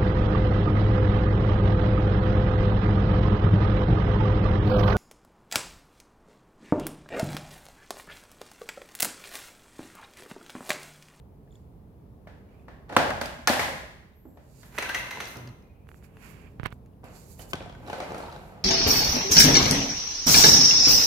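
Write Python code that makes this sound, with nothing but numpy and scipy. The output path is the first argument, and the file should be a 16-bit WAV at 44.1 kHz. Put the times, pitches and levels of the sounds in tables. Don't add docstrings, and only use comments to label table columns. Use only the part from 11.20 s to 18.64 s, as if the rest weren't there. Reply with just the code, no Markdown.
import sys
import numpy as np
from scipy import signal
from scipy.fft import rfft, irfft
from scipy.io import wavfile
from scipy.ndimage import uniform_filter1d

SR = 44100
rng = np.random.default_rng(int(sys.argv[2]) if len(sys.argv) > 2 else 0)


def bounce(signal):
    frames = np.transpose(np.atleast_2d(signal))
    limited = np.clip(frames, -1, 1)
    pcm = np.round(limited * 32767).astype(np.int16)
    wavfile.write(sys.argv[1], SR, pcm)


def boost_factor(decibels):
    exponent = np.asarray(decibels, float) / 20
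    return 10 ** exponent


N = 328104

# (time [s], level [dB])
RUMBLE = [(0.0, -50), (1.6, -49), (2.7, -60), (3.7, -48.5), (4.6, -51.5), (5.14, -47.5), (5.88, -50.5),
          (6.48, -44.5), (6.94, -46.5), (7.44, -48.5)]
# (frequency [Hz], density [dB per Hz])
RUMBLE_COLOUR = [(12, -55), (20, -46), (42, -2.5), (75, -2.5), (189, -7.5), (342, -18), (440, -14.5),
                 (492, -20.5), (566, -21.5), (994, -28.5), (1390, -38), (1790, -42), (3230, -48),
                 (15200, -62.5), (16500, -64)]
# (frequency [Hz], likeness [0-1])
RUMBLE_LIKENESS = [(60, 0.91), (240, 0.91), (950, 0.16), (3770, 0), (15000, 0.016)]
# (frequency [Hz], balance [dB])
RUMBLE_BALANCE = [(60, -4), (240, -1), (950, 3.5), (3770, -0.5), (15000, 0.5)]
# (frequency [Hz], phase [rad])
RUMBLE_LEAD = [(0, 0), (2760, 6.5), (8270, 31.5), (10900, 30), (16500, 63.5)]
BOOM_DB, BOOM_LAG_S, BOOM_FALL_S = -40.5, 0.14, 0.63

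# (frequency [Hz], decay by 60 dB [s])
ROOM_T60 = [(100, 1), (260, 0.57), (700, 0.76), (1840, 0.8), (4850, 0.73), (12800, 0.65)]
# (frequency [Hz], gain [dB])
ROOM_GAIN = [(100, -14.5), (400, 1.5), (1500, 0), (5000, 3.5), (12000, -0.05)]
# (frequency [Hz], likeness [-1 to 1])
ROOM_LIKENESS = [(100, 0.43), (300, 0.61), (700, 0.21), (2000, -0.17), (10000, -0.039)]

# (time [s], knock [dB], thump [dB], snap [dB], left over right [dB])
TAPS = [(4.671, -49.5, -45.5, -82, -21), (4.69, -39.5, -63, -49, -9.5), (4.716, -40, -47, -72.5, -17),
        (4.744, -41.5, -48, -74, -29), (4.826, -49.5, -63, -71, -7), (4.97, -48.5, -56.5, -61, 5.5),
        (5.398, -27.5, -22, -53, -30), (5.413, -53, -58, -71, -8), (5.4327, -27, -22.5, -50, -27),
        (5.439, -51, -54, -48, 3), (5.448, -47, -40, -63, -1), (5.4591, -17.5, -23, -30.5, -25),
        (5.467, -35, -36, -38, -7), (5.505, -50, -56, -53, -12), (5.5256, -36.5, -30, -47, -5.5),
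        (5.661, -63.5, -55.5, -58, 0), (5.843, -49, -35.5, -43.5, -14.5)]
# (peak time [s], rise [s], fall [s], level [dB])
CREAKS = [
    (5.394, .004, 0.032, -55.5),
    (5.404, .004, 0.037, -49),
    (5.457, 0.018, 0.0087, -31),
    (5.461, 0.0048, 0.0064, -24),
    (5.468, .004, 0.032, -41.5),
    (5.487, .003, .005, -50),
    (5.526, 0.017, 0.0059, -42),
]
CREAK_HZ, CREAK_WIDTH_HZ, CREAK_PAN_DB = 1800, 2600, -13

SWELL_DB = 20
# (peak time [s], rise [s], fall [s], level [dB], brightness [dB], half the gain from dull
SCUFFS = [(1.085, 0.025, 0.21, -76, -25), (1.31, 0.038, .4, -70, -6), (1.426, 0.053, .03, -76, 1),
          (3.57, 0.068, 0.06, -52, 2.5), (4.4, 0.022, 0.074, -79.5, -0.5), (4.69, 0.025, 0.16, -76, 7),
          (4.844, 0.026, 0.047, -59.5, 2), (5.04, 0.071, 0.29, -52.5, -1),
          (5.28, 0.68, 0.036, -59.5, -27.5), (5.53, 0.023, 0.045, -72, 6), (5.666, 0.071, 0.052, -75, -4),
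          (5.85, .012, 0.22, -57.5, -1.5), (6.19, 0.0074, 0.082, -68.5, 12.5),
          (6.716, 0.16, 0.24, -56.5, 0), (6.9, 0.36, 0.67, -55, -2), (7.284, .7, 0.15, -72, 5)]
# (peak time [s], rise [s], fall [s], level [dB], brightness [dB], half the gain
SLIDES = [
    (0.352, 0.076, 0.14, -69, 3),
    (3.424, 0.23, 0.025, -58, 5),
    (3.46, 0.054, .15, -72.5, 13.5),
    (4.77, 0.096, 0.1, -70.5, 7.5),
    (5.11, 0.18, 0.051, -73.5, 14),
    (5.22, 0.11, 0.086, -68, 3),
    (5.96, 0.07, 0.25, -55, 5.5),
    (6.12, 0.15, 0.11, -60.5, 9.5),
    (6.22, 0.052, 0.067, -48.5, 5),
    (6.312, 0.038, 0.021, -54, 9.5),
]
# (centre [Hz], width [Hz], steepness [filter passes])
RUB_BANDS = [(1950, 2500, 3), (4600, 1900, 1), (7200, 2800, 1), (11500, 5600, 1)]
SCUFF_BANDS_DB = (1, -10, -8.5, -7.5)
SLIDE_BANDS_DB = (-8.5, -10.5, -10, -15)
# (start [s], length [s], pitch [Hz], arch [Hz], level [dB])
SQUEAKS = [
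    (2.94, .22, 12750, 420, -72),
    (2.96, .24, 11650, 350, -78),
    (3.04, .14, 7550, 80, -87),
    (7.2, .14, 11250, 250, -78),
    (4.43, .36, 2450, 40, -75),
]
# (start [s], length [s], level [dB])
THUD = (4.165, .15, -46)

# (time [s], peak [dB], pitch [Hz])
TICKS = [
    (0.3082, -62, 3510),
    (0.3177, -63, 7140),
    (0.3247, -61, 3420),
    (0.3252, -64, 7100),
    (0.3541, -55, 3430),
    (0.3556, -57, 7180),
    (2.9347, -65, 3680),
    (5.7344, -69, 2860),
]
# (time [s], peak [dB], pitch
# [Hz])
THIN_TICKS = [(3.5795, -18.5, 1960), (3.6245, -28, 6130), (3.762, -32, 6000), (3.9705, -40, 1400),
              (4.0434, -41, 4200), (4.0554, -32, 5500), (4.0725, -34, 4800), (4.156, -39, 4300),
              (4.1694, -38, 5200), (4.2745, -38.5, 4700), (4.2894, -46, 4270), (4.4244, -60, 5170),
              (4.6886, -51, 2830), (4.9693, -50.5, 2680), (6.1925, -46.5, 2640), (6.666, -44, 4000),
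              (6.822, -41, 6000), (6.921, -41.5, 6300), (2.0125, -24, 4580), (2.058, -27, 4860),
              (2.2935, -17, 4400)]
# (time [s], peak [dB], pitch [Hz])
AXLE_TICKS = [(6.3554, -39, 4700), (6.4053, -49, 3170), (6.4253, -39, 3940), (6.4577, -56, 3200),
              (6.4961, -40, 3270), (6.5246, -55, 3280), (6.6827, -37, 3850), (6.6904, -50, 2900),
              (6.7017, -33, 2950), (6.7344, -44, 3150), (6.7474, -47, 3760), (6.7694, -45, 4140),
              (6.8019, -32, 3770), (6.8214, -49, 3140), (6.8274, -40, 4120), (6.8374, -38, 4550),
              (6.8514, -51, 3270), (6.8774, -50, 3140), (6.8994, -43, 4440), (6.9074, -38, 4000),
              (6.9204, -46, 3960), (6.9354, -50.5, 4050), (6.9474, -51, 3150), (6.9644, -42, 4270),
              (6.9814, -43, 4700), (7.0074, -42, 4220), (7.0254, -38, 4300), (7.0394, -45, 3700),
              (7.0624, -39, 3880), (7.0994, -41.5, 3180), (7.1174, -39, 4060), (7.1277, -46, 4170),
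              (7.1457, -53, 4030), (7.1614, -57, 3830)]
# (time [s], peak [dB], pitch [Hz])
PART_TICKS = [(1.2894, -57, 2300), (1.3424, -57.5, 2400), (1.3954, -58, 2500), (1.5394, -54, 1900),
              (3.5533, -49, 1485), (3.6014, -28, 1920), (3.6394, -27.5, 1700), (3.6544, -28, 1540),
              (3.6974, -17.5, 1592), (3.7144, -35, 1630), (3.7514, -19.5, 1950), (3.7664, -30, 2040),
              (3.7774, -25, 2660), (3.7994, -26, 1900), (3.8194, -37, 2020), (3.9244, -34.5, 2150),
              (4.0194, -47, 2020), (6.1962, -38.5, 3034), (6.549, -43, 1520)]
# (time [s], peak [dB], pitch [Hz])
REBOUNDS = [(1.777, -20, 470), (1.789, -36, 692), (1.801, -9.5, 692), (1.821, -21, 603), (1.837, -17, 618),
            (1.851, -17.5, 508), (1.894, -19, 590), (1.919, -18.5, 766), (1.932, -31, 590),
            (2.033, -27.5, 646), (2.282, -4, 1697), (2.304, -26, 550), (2.319, -27, 705),
            (2.349, -22.5, 684), (2.369, -15.5, 606), (2.414, -35, 980), (2.449, -31, 797),
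            (2.489, -25.5, 561), (2.529, -27, 535), (2.574, -30.5, 802), (2.634, -32.5, 630),
            (6.46, -28, 697), (6.783, -23, 538), (6.825, -23, 600), (6.904, -25, 613), (7.035, -25.5, 925),
            (7.086, -23, 910)]
# (time [s], peak [dB], pitch [Hz])
CRACKS = [(1.693, -43, 4300), (1.724, -34, 776), (1.735, -37, 4500), (1.751, -33, 4000), (1.768, -5, 1289),
          (1.9035, -25, 4200), (2.2735, -5.5, 5100), (2.2765, -23, 6550), (2.279, -20, 4400),
          (2.394, -12.5, 1930), (3.6275, -23, 2400), (3.632, -36, 6200), (3.6915, -35, 6000),
          (3.707, -35, 5900), (3.748, -27, 6950), (3.868, -36, 2920), (3.908, -33, 6000),
          (3.9705, -34, 2160), (4.004, -29, 2570), (4.043, -46, 10000), (4.17, -40, 12500),
          (5.4385, -37, 4280), (5.468, -38, 3960), (5.487, -51, 1700), (6.406, -32, 2440),
          (6.4585, -47, 5400), (6.497, -48, 5400), (6.526, -39, 3300), (6.5505, -47, 2300),
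          (6.73, -26, 1530), (6.803, -34, 5700), (6.805, -28, 1170), (6.946, -25, 1300),
          (7.084, -33.5, 890), (7.128, -47, 4200), (7.146, -43, 4150)]

# (time [s], level [dB])
ROLL = [
    [(1.685, -53), (1.726, -37), (1.76, -40)],
    [(5.83, -48.5), (6.0, -65.5)],
    [(6.34, -53), (6.376, -69), (6.63, -52), (6.685, -43.5), (6.722, -58), (6.844, -51), (6.908, -39.5),
     (7.132, -50.5), (7.294, -53), (7.44, -54)],
]
# (time [s], level [dB])
SHAKE = [
    [(3.52, -55), (3.62, -57), (3.72, -64), (3.752, -45), (3.87, -52), (3.946, -44.5), (4.128, -54),
     (4.35, -78.5)],
]
SETTLE_DB, SETTLE_RISE_S, SETTLE_FALL_S = -37.5, 0.02, 0.17

# (frequency [Hz], density [dB per Hz])
WHEELS = [(26, -38), (45, -7.5), (70, -6), (179, 1), (851, -3.5), (1170, -7), (1470, -11.5), (1740, -14),
          (11100, -45), (15300, -55), (16500, -63.5)]
# (centre [Hz], width [Hz], height [dB])
WHEELS_HUMPS = [(610, 460, 3.5), (866, 39, 0), (1520, 54, 7.5), (4400, 1900, 0.5)]
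# (frequency [Hz], density [dB per Hz])
PARTS = [(120, -35.5), (200, -3), (1940, -6.5), (2290, -11), (2700, -10.5), (4620, -21.5), (5980, -24.5),
         (7740, -28.5), (15000, -26), (16500, -37.5)]
# (centre [Hz], width [Hz], height [dB])
PARTS_HUMPS = [(990, 110, 5), (1520, 36, 5.5), (1870, 29, 0.5), (2042, 49, 8), (2690, 120, 5.5),
               (4050, 300, 6), (6050, 500, 8), (14500, 1300, -5.5)]
# (frequency [Hz], density [dB per Hz])
SHELL = [(26, -44), (45, -18), (68, 8), (163, -5), (247, 0), (377, -8.5), (617, -4), (1330, -7), (1700, -6),
         (6780, -22.5), (11700, -27), (15300, -26), (16900, -41.5)]
# (centre [Hz], width [Hz], height [dB])
SHELL_HUMPS = [(72, 15, 5), (250, 40, 3), (600, 90, 4), (830, 70, 3), (1070, 80, 4), (1440, 80, 3),
               (1670, 110, 4), (1900, 90, 3)]

# (time [s], peak [dB], brightness [dB per octave], room [dB], own ring [Hz])
BUMPS = [(6.193, -31, 0.5, 8, 2990), (6.332, -13, 4.5, 1, 3310), (6.341, -21.5, -6, -20, 4620),
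         (6.354, -29, 5, -21, 4560), (6.406, -26.5, -9, 1, 2480), (6.416, -29.5, 1, 10, 2300),
         (6.458, -34, -14, -12, 3220), (6.497, -33.5, 1, -17, 3100), (6.525, -35, 1, -22, 3200),
         (6.549, -40, 5.5, -15, 2280), (6.674, -33, 6, 13, 3950), (6.698, -25.5, 3.5, 7.5, 2550),
         (6.729, -19.5, 3, 11, 4280), (6.784, -42, 10, -11, 2770), (6.802, -19, 3.5, 9, 2180),
         (6.925, -47, -5, 10, 4000), (6.944, -24, 3, 9, 2330), (6.979, -36.5, 11, 11, 2690),
         (7.002, -27, 2.5, 7.5, 2430), (7.084, -44, -4, -8, 932), (7.124, -35.5, 5.5, 16.5, 3920),
         (7.161, -28, 3, -22, 3880)]
# (time [s], peak [dB], brightness [dB per octave], room [dB], own ring [Hz])
CLATTER = [(3.583, -13.5, 1.5, -4, 2230), (3.624, -20.5, 1.4, 2.5, 2260), (3.691, -17, 2, -3, 1610),
           (3.745, -15.5, 2, -2.5, 2070), (3.79, -32, 5, -19, 1920), (3.867, -29.5, 1.5, 0, 1780),
           (3.908, -22, 2.5, -1.5, 2035), (3.97, -31, -4.5, -6, 2130), (4.002, -19.5, 1.5, -2.5, 2530),
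           (4.07, -37, 9.5, 6, 2040), (4.155, -36.5, -8, 4, 1310), (4.273, -37.5, -0.5, -14.5, 4600)]
# (time [s], peak [dB], brightness [dB per octave], room [dB], own ring [Hz])
KNOCKS = [(0.274, -58, -1, -8, 2400), (1.071, -32.5, -3, 2.5, 2000), (1.481, -37, -4, 9, 1760),
          (1.694, -31, -3.5, 8, 416), (1.724, -31, -1, 5, 604), (1.7647, 0, -2, -1.5, 1140),
          (1.904, -19, -1.5, -8.5, 746), (2.013, -13, 0.2, -1.5, 604), (2.057, -20.5, 0.5, -8, 603),
          (2.188, -36.5, -9, -7, 762), (2.2729, -2, 1.52, 1, 730), (2.296, -10.5, -8.5, -1, 587),
          (2.332, -17.5, 2, -1, 1640), (2.394, -17, 1, 8, 2090), (2.429, -19.5, -0.2, 2.5, 895),
          (3.051, -35.5, -13, 6, 299.5), (3.171, -44.5, -4, 12.5, 536), (3.43, -37.5, 1.5, 0, 1040)]
KNOCK_PAN_DB, CLATTER_PAN_DB, BUMP_PAN_DB, PAN_SCATTER_DB = 2.0, 0.4, 0.4, 5.0


def rms_one(x):
    return x / np.sqrt(np.mean(x ** 2) + 1e-20)


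def in_time(tables, quiet=-140):
    t = np.arange(N) / SR
    out = np.full((len(tables[0][0]) - 1, N), float(quiet))
    for rows in tables:
        s, *columns = np.transpose(rows)
        inside = (t >= s[0]) & (t <= s[-1])
        out[:, inside] = [np.interp(t[inside], s, c) for c in columns]
    return out


def at_hz(points, hz):
    table_hz, values = np.transpose(points)
    return np.interp(np.log(hz + 1e-9), np.log(table_hz), values)


def soft(db):
    return uniform_filter1d(boost_factor(db), size=512)


def band(x, low_hz, high_hz):
    edges = [low_hz, min(high_hz, .45 * SR)]
    return signal.sosfilt(signal.butter(2, edges, "band", fs=SR, output="sos"), x)


def swell(peak_s, rise_s, fall_s, db):
    t = np.arange(0, N, 32) / SR - peak_s
    away = np.where(t < 0, -t / max(rise_s, 1e-3), t / max(fall_s, 1e-3))
    return boost_factor(db - SWELL_DB * away) ** 2


def together(swells):
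    power = sum(swells)
    return np.interp(np.arange(N) / 32, np.arange(len(power)), np.sqrt(power))


def add(out, s, sound, pan_db, lag=0):
    start = round(s * SR)
    for side, i in ((0, start + lag), (1, start)):
        out[side, i:i + len(sound)] += sound[:N - i] * boost_factor(pan_db / 2 * (2.0 - 2 * side))


def rumble():
    hz = np.arange(N // 2 + 1) * SR / N
    left, other = rfft(rng.standard_normal((2, N)))
    alike = np.clip(at_hz(RUMBLE_LIKENESS, hz), 0, 1)
    right = alike * left + np.sqrt(1 - alike ** 2) * other
    right = right * np.exp(-1j * at_hz(RUMBLE_LEAD, hz))
    tilt = boost_factor(at_hz(RUMBLE_BALANCE, hz) / 2)
    noise = irfft(np.array([left * tilt, right / tilt]) * boost_factor(at_hz(RUMBLE_COLOUR, hz)), N)
    booms = [swell(s + BOOM_LAG_S, BOOM_LAG_S, BOOM_FALL_S, db + BOOM_DB) for s, db, *_ in KNOCKS]
    return np.hypot(boost_factor(in_time([RUMBLE])[0]), together(booms)) * rms_one(noise)


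def hiss():
    return boost_factor(-79.5) * rms_one(band(rng.standard_normal((2, N)), 10000, 16500))


def room(x, first_s, build_s):
    t = np.arange(int(1.3 * SR)) / SR
    edges = 40 * 2 ** np.arange(0, 9, .5)
    white = rng.standard_normal((2, 2, len(t)))
    echo = 0
    for k, (low, high) in enumerate(zip(edges, edges[1:])):
        hz = np.sqrt(low * high)
        mid, side = band(white[k % 2], low, high)
        alike = np.clip(at_hz(ROOM_LIKENESS, hz), -1, 1)
        pair = np.sqrt(1 + alike) * mid + np.sqrt(1 - alike) * side * [[1], [-1]]
        echo = echo + pair * boost_factor(at_hz(ROOM_GAIN, hz) - 60 * t / at_hz(ROOM_T60, hz))
    onset = np.clip((t - first_s) / build_s, 0, 1)
    echo = echo * onset / np.sqrt(np.mean(np.sum(echo ** 2, axis=1)))
    return signal.fftconvolve(x[None], echo, axes=1)[:, :N]


def taps():
    out, t = np.zeros((2, N)), np.arange(1024) / SR
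    for s, db, thump_db, snap_db, pan_db in TAPS:
        pulse = -np.sin(2 * np.pi * 1500 * t) * np.exp(-t / .00033)
        scrape = .08 * band(rng.standard_normal(1024), 900, 3000) * np.exp(-t / .004)
        knock = band(band(pulse + scrape, 40, 4200), 40, 6000)
        rebound = np.sin(2 * np.pi * 115 * t) * np.exp(-t / .0035) * (1 - np.exp(-(t / .0008) ** 2))
        snap = band(rng.standard_normal(1024), 3500, 14500) * np.exp(-t / .0012)
        tap = boost_factor(db + 11) * knock + boost_factor(thump_db + 5.5) * rebound + boost_factor(snap_db) * snap
        add(out, s, tap, pan_db)
    return out


def creaks():
    grains = rng.standard_normal((2, N)) * boost_factor(5 * np.minimum(rng.exponential(1, N), 3))
    for _ in range(2):
        grains = rms_one(band(grains, CREAK_HZ - CREAK_WIDTH_HZ / 2, CREAK_HZ + CREAK_WIDTH_HZ / 2))
    return together(swell(*row) for row in CREAKS) * grains * boost_factor(np.array([[CREAK_PAN_DB], [0]]))


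def rubbing(grain_db):
    grains = rng.standard_normal((4, 2, N)) * boost_factor(grain_db * np.minimum(rng.exponential(1, N), 4))
    grains[:, 1] = 0.23 * grains[:, 0] + 3.3 * grains[:, 1]
    strokes = []
    for rows, bands_db in ((SCUFFS, SCUFF_BANDS_DB), (SLIDES, SLIDE_BANDS_DB)):
        for *shape, bright_db in rows:
            share = boost_factor(np.array(bands_db) + bright_db * np.linspace(0, 2, 4)) ** 2
            strokes.append((swell(*shape), share))
    out = 0
    for k, (g, (hz, width, steepness)) in enumerate(zip(grains, RUB_BANDS)):
        for _ in range(steepness):
            g = band(g, hz - width / 2, hz + width / 2)
        level = together(stroke * share[k] for stroke, share in strokes)
        hump = band(g, .85 * hz + .2 * width, .85 * hz + 0.53 * width)
        out = out + level * rms_one(g + .5 * hump)
    return out


def squeaks(wobble_hz, flutter_db):
    out = 0
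    for s, length, hz, arch_hz, db in SQUEAKS:
        along = np.clip((np.arange(N) / SR - s) / length, 0, 1)
        tremble, slip = (rms_one(uniform_filter1d(rng.standard_normal(N), size=n)) for n in (100, 700))
        pitch = hz + arch_hz * np.sin(np.pi * along) + wobble_hz * tremble
        gain = soft(in_time([[(s, db), (s + length, db)]])[0] + flutter_db * slip)
        out = out + np.sqrt(2) * gain * np.sin(2 * np.pi * np.cumsum(pitch) / SR)
    return out


def thud():
    s, length, db = THUD
    unsteady = rms_one(uniform_filter1d(rng.standard_normal(N), size=900))
    phase = 2 * np.pi * np.cumsum(122 + 14 * unsteady) / SR
    level_db = in_time([[(s, db), (s + length, db + 2.0)]])[0]
    gain = soft(level_db + 2.5 * np.roll(unsteady, shift=9000))
    return gain * (1.5 * np.sin(phase) + 0.43 * np.sin(2 * phase))


def ticks():
    out, t = np.zeros((2, N)), np.arange(1024) / SR
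    rounded = np.e * t / .001 * np.exp(-t / .001)
    for s, db, hz in TICKS:
        add(out, s, boost_factor(db) * np.sin(2 * np.pi * hz * t) * rounded, 0)
    return out[0]


def touches(events, cycles, under_db, crack, pan_db):
    out, t = np.zeros((2, N)), np.arange(1024) / SR
    strays = rng.uniform(-0.4, 1, (len(events), 2))
    noises = rng.standard_normal((len(events), 1024))
    for (s, db, hz), (near, place), noise in zip(events, strays, noises):
        neighbour_hz = hz * (1.25 + 0.2 * near)
        ring = np.sin(2 * np.pi * hz * t) + 0.37 * np.sin(2 * np.pi * neighbour_hz * t)
        snap = crack * band(noise, .6 * hz, 1.3 * hz) * np.exp(-t / .0017)
        add(out, s, boost_factor(db + under_db) * (ring * np.exp(-t * hz / cycles) + snap), pan_db + 4 * place)
    return out


def body(colour, humps, tilt_db, spread_db):
    hz = np.arange(2049) * SR / 4096
    db = at_hz(colour, hz) + tilt_db * np.log2(np.clip(hz, 300, None) / 1000)
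    for centre, width, hump_db in humps:
        chance = np.clip(rng.normal(), -2, 1)
        shifted = centre * (1 + .03 * np.sin(7 * chance))
        db = db + (hump_db + spread_db * chance) / (1 + ((hz - shifted) / (width / 2)) ** 2)
    cepstrum = irfft(np.log(boost_factor(db)))
    cepstrum[1:2048] *= 2
    cepstrum[2049:] = 0
    return irfft(np.exp(rfft(cepstrum)))


def rattling(gain, colour, humps, per_s, size_db):
    sizes = boost_factor(size_db * np.minimum(rng.exponential(1, N), 3.5)) * rng.choice([-1, 1], N)
    clicks = sizes * (rng.random(N) < per_s / SR)
    spot = rng.integers(0, 4, N)
    rings = 0
    for k in range(4):
        rings = rings + signal.oaconvolve(clicks * (spot == k), body(colour, humps, 0, spread_db=3.0))[:N]
    return gain * rms_one(rings)


def blows(events, colour, humps, chatter_s, spread_db, own_db, low_hz, lag, pan_db):
    t, near, feed = np.arange(1024) / SR, np.zeros((2, N)), np.zeros((2, N))
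    chatter = np.exp(-t / chatter_s) * (1 - np.exp(-t / .0012))
    for s, db, tilt_db, wet_db, own_hz in events:
        own_ring = (own_hz, .22 * own_hz, own_db)
        shape = body(colour, humps + [own_ring], tilt_db, spread_db)
        contact = band(rng.standard_normal(1024) * chatter, low_hz, SR)
        sound = signal.fftconvolve(shape, contact)
        sound *= boost_factor(db - 3.5) / np.abs(sound).max()
        add(near, s, sound, pan_db + PAN_SCATTER_DB * rng.uniform(-0.63, 1), lag)
        same_energy = np.sqrt(np.sum(sound ** 2) / np.sum(shape ** 2))
        add(feed, s, shape * boost_factor(min(wet_db, 9)) * same_energy, 0)
    return near, feed[0]


def scene():
    knock, knock_feed = blows(KNOCKS, SHELL, SHELL_HUMPS, chatter_s=.0045, spread_db=2.5, own_db=4.0,
                              low_hz=280, lag=4, pan_db=KNOCK_PAN_DB)
    clatter, clatter_feed = blows(CLATTER, PARTS, PARTS_HUMPS, chatter_s=.0052, spread_db=3.5, own_db=6.0,
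                                  low_hz=200, lag=1, pan_db=CLATTER_PAN_DB)
    bump, bump_feed = blows(BUMPS, WHEELS, WHEELS_HUMPS, chatter_s=.003, spread_db=2.5, own_db=5.5,
                            low_hz=90, lag=8, pan_db=BUMP_PAN_DB)

    turning = soft(in_time(ROLL)[0])
    rolling = rattling(turning, WHEELS, WHEELS_HUMPS, per_s=420, size_db=3.2)
    after_knocks = together(swell(s + SETTLE_RISE_S, SETTLE_RISE_S, SETTLE_FALL_S, db + SETTLE_DB)
                            for s, db, *_ in KNOCKS)
    settling = rattling(after_knocks, SHELL, SHELL_HUMPS, per_s=200, size_db=4.2)
    loose = np.hypot(soft(in_time(SHAKE)[0]), boost_factor(-22.5) * turning)
    shaking = rattling(loose, PARTS, PARTS_HUMPS, per_s=400, size_db=3.0)

    squeak = boost_factor(-3) * squeaks(wobble_hz=130.0, flutter_db=4.0)
    far_beads = ticks()
    light = touches(AXLE_TICKS, cycles=7.9, under_db=-4.0, crack=0.79, pan_db=-7.0)
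    light = light + touches(PART_TICKS, cycles=19.0, under_db=-7.0, crack=.6, pan_db=-1.5)
    light = light + touches(REBOUNDS, cycles=10.0, under_db=-11.0, crack=.4, pan_db=-1.0)
    thin_ticks = touches(THIN_TICKS, cycles=11.0, under_db=-2.5, crack=1.4, pan_db=-8.0)
    cracks = touches(CRACKS, cycles=3.1, under_db=-4.5, crack=1.0, pan_db=-1.0)

    direct = knock + clatter + bump + shaking + settling + thud() + squeak + far_beads + light + thin_ticks + cracks
    direct = direct + [np.roll(rolling, shift=8), rolling]
    feed = boost_factor(3.0) * knock_feed + boost_factor(5.0) * clatter_feed + boost_factor(-6) * bump_feed
    feed = feed + boost_factor(-1.0) * (rolling + shaking + settling)
    feed = feed + boost_factor(-6) * squeak + boost_factor(-17) * far_beads + boost_factor(-6.5) * light[1]
    wet = room(feed, first_s=0.0016, build_s=0.0012)
    return direct + wet + rubbing(grain_db=4.0) + taps() + creaks() + rumble() + hiss()


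def roll_off(x):
    return signal.sosfilt(signal.butter(12, 16900, fs=SR, output="sos"), x)


def record(dry):
    cut = signal.sosfilt(signal.butter(3, 38, "high", fs=SR, output="sos"), dry)
    cut = signal.sosfilt(signal.cheby2(10, 30, 16600, fs=SR, output="sos"), cut)
    return roll_off(np.clip(cut, -1, 1))


dry = scene()
out = record(dry)
bounce(out)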